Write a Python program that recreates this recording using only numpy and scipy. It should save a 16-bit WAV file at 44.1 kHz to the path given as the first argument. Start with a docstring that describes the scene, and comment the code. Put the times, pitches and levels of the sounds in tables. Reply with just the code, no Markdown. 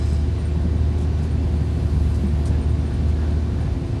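"""Inside a bus on a highway

The engine's firing note booms in the cabin over tyre rumble and wind hiss; drive shaft and cooling
fan add weaker hums. The wheels thump over bumps and drum on coarse asphalt, and oncoming traffic
whooshes faintly. A small loose metal fitting squeaks, a hard part ticks once, and the trim rattles
now and then and scrapes with a hissy squeak, mostly at the start."""
import sys
import numpy as np
from scipy import signal
from scipy.fft import rfft, irfft, next_fast_len
from scipy.io import wavfile
from scipy.ndimage import uniform_filter1d, map_coordinates

SR = 44100
rng = np.random.default_rng(int(sys.argv[2]) if len(sys.argv) > 2 else 0)


def pcm_store(signal):
    """Save signal as 16-bit PCM."""
    levels = np.round(np.clip(np.atleast_2d(signal), -1, 1) * 32767)
    wavfile.write(sys.argv[1], SR, levels.astype(np.int16).T)


N = 176400

# crankshaft speed (time [s], rotation rate [Hz])
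CRANK = [(0, 24.84), (1.1, 25.9), (2.2, 24.74), (3.4, 25.43), (4, 24.5)]


def engine(firings_per_turn=3):
    """Periodic forcing: the cylinders fire at a multiple of the crank rate, amid weaker orders."""
    # firing note (time [s], level [dB])
    firing_level = [(0, -22), (.2, -20), (.42, -23.3), (.75, -21), (1.1, -21.5), (2.4, -21.5), (2.68, -20),
                    (2.9, -25), (3.08, -20.5), (3.38, -20.3), (3.52, -26), (3.72, -25), (3.87, -36),
                    (4, -31)]
    # other partials (order [multiple of crank rate], level [dB])
    orders = [(4, -35.5), (4.5, -34.5), (6, -39.5), (7, -49), (14, -41), (19, -51.5), (34, -72)]
    firing = hum(1, [(firings_per_turn, 0)], drift=0.0012, flutter_db=0.66, flutter_rate=11)
    overtones = hum(1, orders, drift=0.0015, flutter_db=2, flutter_rate=10)
    return amp(curve(firing_level)) * firing + overtones


def tyre_rumble(level_db=-27):
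    """Structure-borne noise: rolling tyres send a low rumble through the floor."""
    # rumble spectrum (frequency [Hz], relative level [dB])
    spectrum = [(15, -34), (24, -13), (33, -13), (45, -1), (70, -1), (110, 1), (155, -1.8), (200, -8),
                (260, -8.5), (320, -14.5), (400, -15), (480, -20), (560, -22), (670, -22.5), (800, -23.5),
                (1100, -31), (1600, -42.5), (3000, -81)]
    # slow swell (time [s], gain [dB])
    swell = [(0, -0.2), (.5, -0.2), (1, 0.5), (1.55, 0), (1.9, 1), (2.35, 0.3), (2.9, 0.4), (3.5, -0.4),
             (3.72, 1.1), (4, -0.5)]
    return amp(level_db + curve(swell) + 0.23 * wobble(5.7)) * rush(spectrum, patchy_db=0.84)


def geared_parts():
    """Rotational harmonics: shaft, fan and gears sound at fixed ratios to the crank rate."""
    # drive shaft partials (order [multiple of shaft rate], level [dB])
    shaft_orders = [(3, -49.5), (4, -46.5), (6, -43.5), (7, -40), (10, -53), (15, -62)]
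    # cooling fan partials (order [multiple of fan rate], level [dB])
    fan_orders = [(1, -35), (2, -39.5), (3, -41.5), (4, -41), (6, -51)]
    shaft = hum(1.531, shaft_orders, drift=0.0021, flutter_db=1.37, flutter_rate=22)
    fan = hum(2.184, fan_orders, drift=0.0024, flutter_db=2, flutter_rate=6.19)
    gear_whine = hum(26.65, [(1, -51.5)], drift=0.001, flutter_db=0.5, flutter_rate=13)
    return shaft + fan + gear_whine


def bumps(attack_s=0.0023):
    """Impulse response: each bump sets the body's damped modes ringing."""
    # bumps in the road (time [s], level [dB])
    impacts = [(.636, -22), (.653, -20.5), (2.237, -16.5), (2.2475, -20)]
    # body modes (frequency [Hz], gain [dB], T60 [s])
    modes = [(142, -11, 0.07), (195.5, 4.5, 0.092), (226, -6, 0.082), (288, -8, 0.073)]
    out, t = np.zeros(N), np.arange(SR // 3) / SR
    ring = sum(amp(db - 60 * t / t60) * np.sin(2 * np.pi * hz * t) for hz, db, t60 in modes)
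    for s, db in impacts:
        add(out, s, amp(db) * ring * (1 - np.exp(-t / attack_s)))
    return out


def coarse_asphalt():
    """Roughness excitation: a coarse stretch of road drums in a low band."""
    # coarse stretch (centre time [s], level [dB], half length [s])
    stretch = [(2.05, -31.5, 0.37)]
    # drumming spectrum (frequency [Hz], relative level [dB])
    spectrum = [(90, -21), (135, 3.5), (170, 0.5), (220, -22), (400, -48)]
    return swells(stretch) * rush(spectrum, patchy_db=1.5)


def wind(level_db=-46):
    """Flow noise: air along the windows makes a broadband hiss, coloured by the cabin."""
    # hiss spectrum (frequency [Hz], relative level [dB])
    spectrum = [(300, -10), (800, -1), (1150, 0.5), (1320, -1), (1560, 1.8), (1900, -1), (2300, -3.5),
                (2550, -2.1), (3200, -4), (3600, -5.5), (4400, -5), (5300, -9.5), (7000, -13.5),
                (8800, -17), (9600, -19.5), (11500, -22), (13000, -48)]
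    # slow swell (time [s], gain [dB])
    swell = [(0, 0.5), (.7, -1.2), (1.3, -0.8), (2, -0.5), (2.55, -0.4), (2.95, -0.5), (3.45, -1), (4, -1)]
    return amp(level_db + curve(swell) + 0.14 * wobble(13)) * cabin(rush(spectrum, patchy_db=0.5))


def fitting(squeak_hz=8703, attack_s=0.0015, release_s=0.012, contact_s=0.0094):
    """Stick-slip friction: a loose metal part catches with a tick and squeaks scratchily."""
    # distinct squeaks (time [s], relative level [dB], hold [s])
    squeaks = [(0.3844, -49, .028), (0.4499, -45.5, .022), (0.61, -54, .012), (0.7647, -55, .035),
               (1.3079, -47.5, .012), (1.5529, -60, .03), (1.6297, -58, .025), (1.938, -57, .028),
               (2.0896, -50, 0.026), (2.2672, -50.5, 0.029), (2.4528, -42, 0.02), (2.6145, -49, .028),
               (2.6961, -51, 0.02), (2.7831, -55, .028), (2.8604, -56, .025), (2.9307, -50, 0.026),
               (3.2994, -55, .03), (3.6042, -49.5, .018), (3.7818, -59, .028), (3.8591, -56, .025)]
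    # contact noise spectrum (frequency [Hz], relative level [dB])
    spectrum = [(6000, -30), (7900, -28), (8400, -17), (8780, 3), (9200, -6), (9600, -24), (11500, -28)]
    tone_db, scratch_db, contact_db = -7.5, -19, -9
    faint_db, scatter_db, faint_hold_s = -65, 3, 0.023
    # each engine cycle (two crank turns) shakes out a faint squeak as well
    cycles = np.floor(np.cumsum(curve(CRANK)) / SR / 2)
    shake_times = np.flatnonzero(np.diff(cycles)) / SR
    faint = [(s, faint_db + scatter_db * rng.standard_normal(), faint_hold_s) for s in shake_times]
    t = np.arange(SR // 8) / SR
    rise = 1 - np.exp(-t / attack_s)
    rub, catch = np.zeros(N), np.zeros(N)
    for s, db, hold in list(squeaks) + faint:
        add(rub, s, amp(db) * rise * np.exp(-np.maximum(t - hold, 0) / release_s))
        add(catch, s, amp(db) * rise * np.exp(-t / contact_s))
    phase_jitter = 0.35 * wobble(250) + 0.9 * wobble(25)
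    tone = np.sin(2 * np.pi * squeak_hz * np.arange(N) / SR + phase_jitter)
    grit = rush(spectrum, patchy_db=2.5)
    slip = amp(wobble(350))
    squeak = slip * rub * (amp(tone_db) * tone + amp(scratch_db) * grit)
    return squeak + amp(contact_db) * catch * grit


def trim_rattle(release_s=0.018, grain_db=2.5):
    """Contact chatter: the cabin trim rattles in short bursts of gritty noise."""
    # rattles (time [s], level [dB], rise [s], hold [s])
    rattles = [(0.96, -55.5, 0.027, 0.046), (1.012, -56, .003, .004), (1.22, -49, .01, .012),
               (2.14, -50, 0.0074, .012), (2.453, -45, .004, 0.021), (3.07, -55.5, .008, .022)]
    # rattle spectrum (frequency [Hz], relative level [dB])
    spectrum = [(1000, -7), (2500, -7), (4000, -2.5), (6000, -2), (8000, -4), (10000, -5), (12000, -16)]
    shake, t = np.zeros(N), np.arange(N) / SR
    for s, db, rise, hold in rattles:
        onset = np.clip((t - s) / rise, 0, 1)
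        decay = np.exp(-np.maximum(t - s - rise - hold, 0) / release_s)
        shake += amp(db) * onset * decay
    grit = rush(spectrum, patchy_db=1)
    return shake * unit(amp(grain_db * wobble(600)) * grit)


def trim_scrape(slip_db=2.2):
    """Friction noise: trim rubs on trim in tiny slips, giving a rough, hissy squeak."""
    # scrapes (centre time [s], level [dB], half length [s])
    scrapes = [(.04, -48.5, .05), (.118, -49, .065), (1.195, -53.5, .012)]
    # squeak spectrum (frequency [Hz], relative level [dB])
    spectrum = [(2000, -18), (2600, -4), (3300, -18), (3800, -9), (4020, 6), (4300, -8), (4850, -6),
                (5090, 10.5), (5270, -4), (5450, 1), (5700, -6.5), (6400, -1.5), (7100, -15), (7700, -3.5),
                (8600, -8), (11000, -19)]
    slips = amp(slip_db * wobble(450))
    return swells(scrapes) * unit(slips * rush(spectrum, patchy_db=2.0))


def tick(start_s=0.131, gain_db=-37, attack_s=0.0015, t60_s=0.025):
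    """Damped resonance: a small hard part gives one bright tick."""
    # resonance of the part (frequency [Hz], relative level [dB])
    spectrum = [(4000, -22), (7600, -14), (8100, 0), (8600, 2), (9100, -16), (9750, -8), (10400, -16),
                (12000, -24)]
    t = np.maximum(np.arange(N) / SR - start_s, 0)
    envelope = amp(gain_db - 60 * t / t60_s) * (1 - np.exp(-t / attack_s))
    return envelope * rush(spectrum, patchy_db=0)


def traffic():
    """Pass-by noise: oncoming tyres swell and fade faintly behind the glass."""
    # passing vehicles (time when nearest [s], level [dB], half length [s])
    passes = [(1.24, -51, 0.11), (2.54, -48, .1), (2.92, -48.5, .08), (3.24, -44, 0.07), (3.61, -48, 0.06)]
    # tyre noise spectrum (frequency [Hz], relative level [dB])
    spectrum = [(500, -8), (850, 5), (1200, -4.5), (1520, -1), (1730, 0), (2000, -16), (2600, -8),
                (3700, -13.5), (8000, -28)]
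    return swells(passes) * rush(spectrum, patchy_db=1.5)


def cabin(x, t60_s=0.07, echo_db=-10):
    """Interference: close reflections off glass and panels ripple the spectrum; rms 1."""
    t = np.arange(SR // 8) / SR
    tail = rng.standard_normal(len(t)) * amp(-60 * t / t60_s)
    echo = signal.fftconvolve(x, tail / np.linalg.norm(tail))[:N]
    return unit(x + amp(echo_db) * echo)


def hum(ratio, orders, drift, flutter_db, flutter_rate):
    """Superposition: fluttering partials of a part running at ratio times the crank rate."""
    rate_hz = ratio * curve(CRANK) * (1 + drift * wobble(9))
    angle = 2 * np.pi * np.cumsum(rate_hz) / SR
    out = np.zeros(N)
    for order, db in orders:
        rms = amp(db + flutter_db * wobble(flutter_rate))
        out += np.sqrt(2) * rms * np.sin(order * angle + rng.uniform(0, 2 * np.pi))
    return out


def rush(spectrum, patchy_db):
    """Spectral shaping: coloured noise of rms 1 with random patches of gain in time and frequency."""
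    bins = signal.stft(rng.standard_normal(N), nperseg=512)[2]
    patches = uniform_filter1d(rng.standard_normal(bins.shape), size=6, axis=0)
    patches = uniform_filter1d(patches, size=16, axis=1)
    noise = signal.istft(bins * amp(patchy_db * unit(patches)), nperseg=512)[1][:N]
    f, db = np.transpose(spectrum)
    return unit(filtered(noise, lambda hz: amp(np.interp(np.log(hz + 1), np.log(f), db))))


def swells(rows):
    """Power addition: the joint gain of Gaussian swells (time [s], level [dB], half length [s])."""
    t = np.arange(N) / SR
    return np.sqrt(sum(amp(2 * db) * np.exp(-((t - s) / half) ** 2) for s, db, half in rows))


def amp(db):
    """Decibels to amplitude ratio."""
    return 10 ** (np.asarray(db) / 20)


def unit(x):
    """Normalisation to rms 1."""
    return x / np.sqrt(np.mean(x ** 2) + 1e-20)


def curve(rows):
    """Linear interpolation of (time [s], value) points at every sample."""
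    return np.interp(np.arange(N) / SR, *np.transpose(rows))


def wobble(rate):
    """Random modulation: a smooth curve through rate knots a second."""
    knots = rng.standard_normal(int(N * rate / SR) + 4)
    return map_coordinates(knots, [np.arange(N) * rate / SR], mode="nearest")


def filtered(x, response):
    """Linear filtering: the spectrum of x times a frequency response."""
    size = next_fast_len(N + SR // 2)
    return irfft(rfft(x, size) * response(np.fft.rfftfreq(size, 1 / SR)), size)[:N]


def add(track, s, sound):
    """Superpose a sound on the track at time s."""
    part = track[max(round(s * SR), 0):][:len(sound)]
    part += sound[:len(part)]


def scene():
    """Superposition of all sources at a window seat, in mono."""
    drivetrain = engine() + geared_parts()
    travel = tyre_rumble() + wind() + coarse_asphalt() + traffic() + bumps()
    loose_parts = fitting() + trim_rattle() + trim_scrape() + tick()
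    return (drivetrain + travel + loose_parts)[None]


def record(dry, cutoff_hz=11900):
    """Band limiting: an ideal low-pass removes everything above the cutoff."""
    return filtered(dry[0], lambda hz: hz < cutoff_hz)[None]


dry = scene()
out = record(dry)
pcm_store(out)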